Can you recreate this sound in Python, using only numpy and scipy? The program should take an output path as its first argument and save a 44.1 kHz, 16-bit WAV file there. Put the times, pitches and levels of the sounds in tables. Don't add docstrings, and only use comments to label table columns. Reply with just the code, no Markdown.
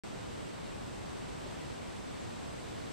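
import sys
import numpy as np
from scipy import signal
from scipy.fft import rfft, irfft
from scipy.io import wavfile

SR = 44100
rng = np.random.default_rng(int(sys.argv[2]) if len(sys.argv) > 2 else 0)


def bounce(signal):
    frames = np.transpose(np.atleast_2d(signal))
    limited = np.clip(frames, -1, 1)
    pcm = np.round(limited * 32767).astype(np.int16)
    wavfile.write(sys.argv[1], SR, pcm)


N = 128772


def undb(db):
    return 10 ** (np.asarray(db) / 20)


def level(x, db):
    return x * undb(db) / np.sqrt(np.mean(x ** 2))


def pan(x, db):
    return x * undb(np.array([[db], [-db]]) / 2)


def shaped(x, gain):
    f = np.arange(N // 2 + 1) * SR / N
    return irfft(rfft(x) * gain(f), N)


def noise(gain):
    return shaped(rng.standard_normal(N), gain)


def coloured(points):
    hz, db = np.array(points).T
    return noise(lambda f: undb(np.interp(np.log(f + 1), np.log(hz), db)))


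def walk(rate):
    return level(noise(lambda f: np.exp(-(f / rate) ** 2) * (f > 0)), 0)


def bass_swell(mid, t):
    # t/s, level/dB
    bass_moves = [(.04, -7), (.28, 2.5), (.5, -1), (1.07, 2.2), (1.24, -1.5), (1.34, 2.5), (1.62, -.5),
                  (1.77, 2), (2.08, -0.5), (2.26, 2), (2.37, -4), (2.47, 4.5), (2.6, -3), (2.85, 2.5)]
    times, db = np.array(bass_moves).T
    bass = shaped(mid, lambda f: 1 / (1 + (f / 125) ** 4))
    return mid + bass * (undb(np.interp(t, times, db)) - 1)


def drifting_bands(air):
    band_centres = [1200, 2400, 4000, 7500]
    drift_db, drift_hz = 0.43, 12
    for hz in band_centres:
        band = shaped(air, lambda f: np.exp(-(2 * np.log2((f + 1) / hz)) ** 2))
        air = air + band * (undb(drift_db * walk(drift_hz)) - 1)
    return air


def leaning_treble(air, t):
    highpass = signal.butter(1, 3000, "high", fs=SR, output="sos")
    treble = signal.sosfiltfilt(highpass, air)
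    rise_db = 0.5 * (t - t.mean())
    return air - treble + pan(treble, -0.8) * undb(rise_db)


def hiss(t):
    # f/Hz, relative level/dB
    mid_spectrum = [(14, -29), (27, -8), (45, -1.5), (120, -1.07), (200, -3), (285, -5), (370, -7),
                    (850, -9.5), (1500, -14), (2600, -16.5), (3700, -18), (4500, -20.5), (5200, -23),
                    (6300, -24), (7000, -27), (9200, -29), (9750, -37), (13500, -41), (15100, -50)]
    # f/Hz, relative level/dB
    side_spectrum = [(20, -36), (45, -19), (75, -9), (125, -1.5), (200, -1), (320, -1.5), (600, -7.5),
                     (1000, -13.5), (2000, -23), (3500, -28.5), (7000, -32.5), (9200, -39), (9650, -43),
                     (13500, -46), (15100, -45)]
    mid = level(coloured(mid_spectrum), -48)
    side = level(coloured(side_spectrum), -43)
    mid = bass_swell(mid, t)
    waver_db = 0.22 * walk(1.2)
    air = np.array([mid + side, mid - side]) * undb(waver_db)
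    return leaning_treble(drifting_bands(air), t)


def sizzle():
    # f/Hz, width/Hz, rms level before panning/dB
    peaks = [(7615, 280, -66), (8010, 140, -69), (8480, 110, -76.5), (8600, 260, -73), (9210, 110, -75.5)]

    def peak(hz, width, db):
        return level(noise(lambda f: 1 / (1 + ((f - hz) / width * np.sqrt(2)) ** 2)), db)

    def channel():
        return sum(peak(hz, width, db) for hz, width, db in peaks)

    return pan(np.array([channel(), channel()]), -1)


def hum():
    # f/Hz, rms level/dB
    tones = [(120, -65), (978, -71.5)]
    out = np.zeros(N)
    for hz, db in tones:
        pitch = hz + 5.3 * walk(13.2)
        out += level(np.sin(2 * np.pi * np.cumsum(pitch) / SR), db)
    return out


def frog(t):
    # t/s, drive level into the resonances/dB
    pushes = [(1.4612, -34), (1.4663, -35)]
    # f/Hz, level relative to the push/dB, time to fall by 60 dB/s
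    throat = [(560, -3, 0.022), (408, -2, 0.021)]
    attack_s = .0015
    out = np.zeros(N)
    for start, push_db in pushes:
        age = np.maximum(t - start, 0)
        ring = np.zeros(N)
        for hz, db, t60 in throat:
            ring += undb(db - 60 * age / t60) * np.sin(2 * np.pi * hz * age)
        onset = 1 - np.exp(-age / attack_s)
        out += undb(push_db) * ring * onset
    return out


def bank_echo(whistle, t):
    t60_s = .35
    banks = rng.standard_normal((2, N)) * np.exp(-np.log(1000) * t / t60_s)
    return np.array([signal.fftconvolve(whistle, bank / np.linalg.norm(bank))[:N] for bank in banks])


def bird(t):
    start_s, attack_s, decay_s = 2.19, .014, .03
    pitch_hz, scoop_hz, scoop_s = 7240, 280, .014
    age = np.maximum(t - start_s, 0)
    wobble = 40 * walk(80)
    hz = pitch_hz - scoop_hz * np.exp(-age / scoop_s) + wobble
    swell = np.minimum(age / attack_s, 1) * np.exp(-age / decay_s)
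    whistle = undb(-56) * swell * np.sin(2 * np.pi * np.cumsum(hz) / SR)
    return pan(whistle, -4) + undb(-5) * bank_echo(whistle, t)


def scene():
    t = np.arange(N) / SR
    return hiss(t) + sizzle() + hum() + frog(t) + bird(t)


def record(dry):
    start_s, top_hz = .036, 15150
    running = np.arange(N) / SR >= start_s
    lowpass = signal.ellip(10, .1, 80, top_hz, fs=SR, output="sos")
    return signal.sosfilt(lowpass, dry * running)


dry = scene()
out = record(dry)
bounce(out)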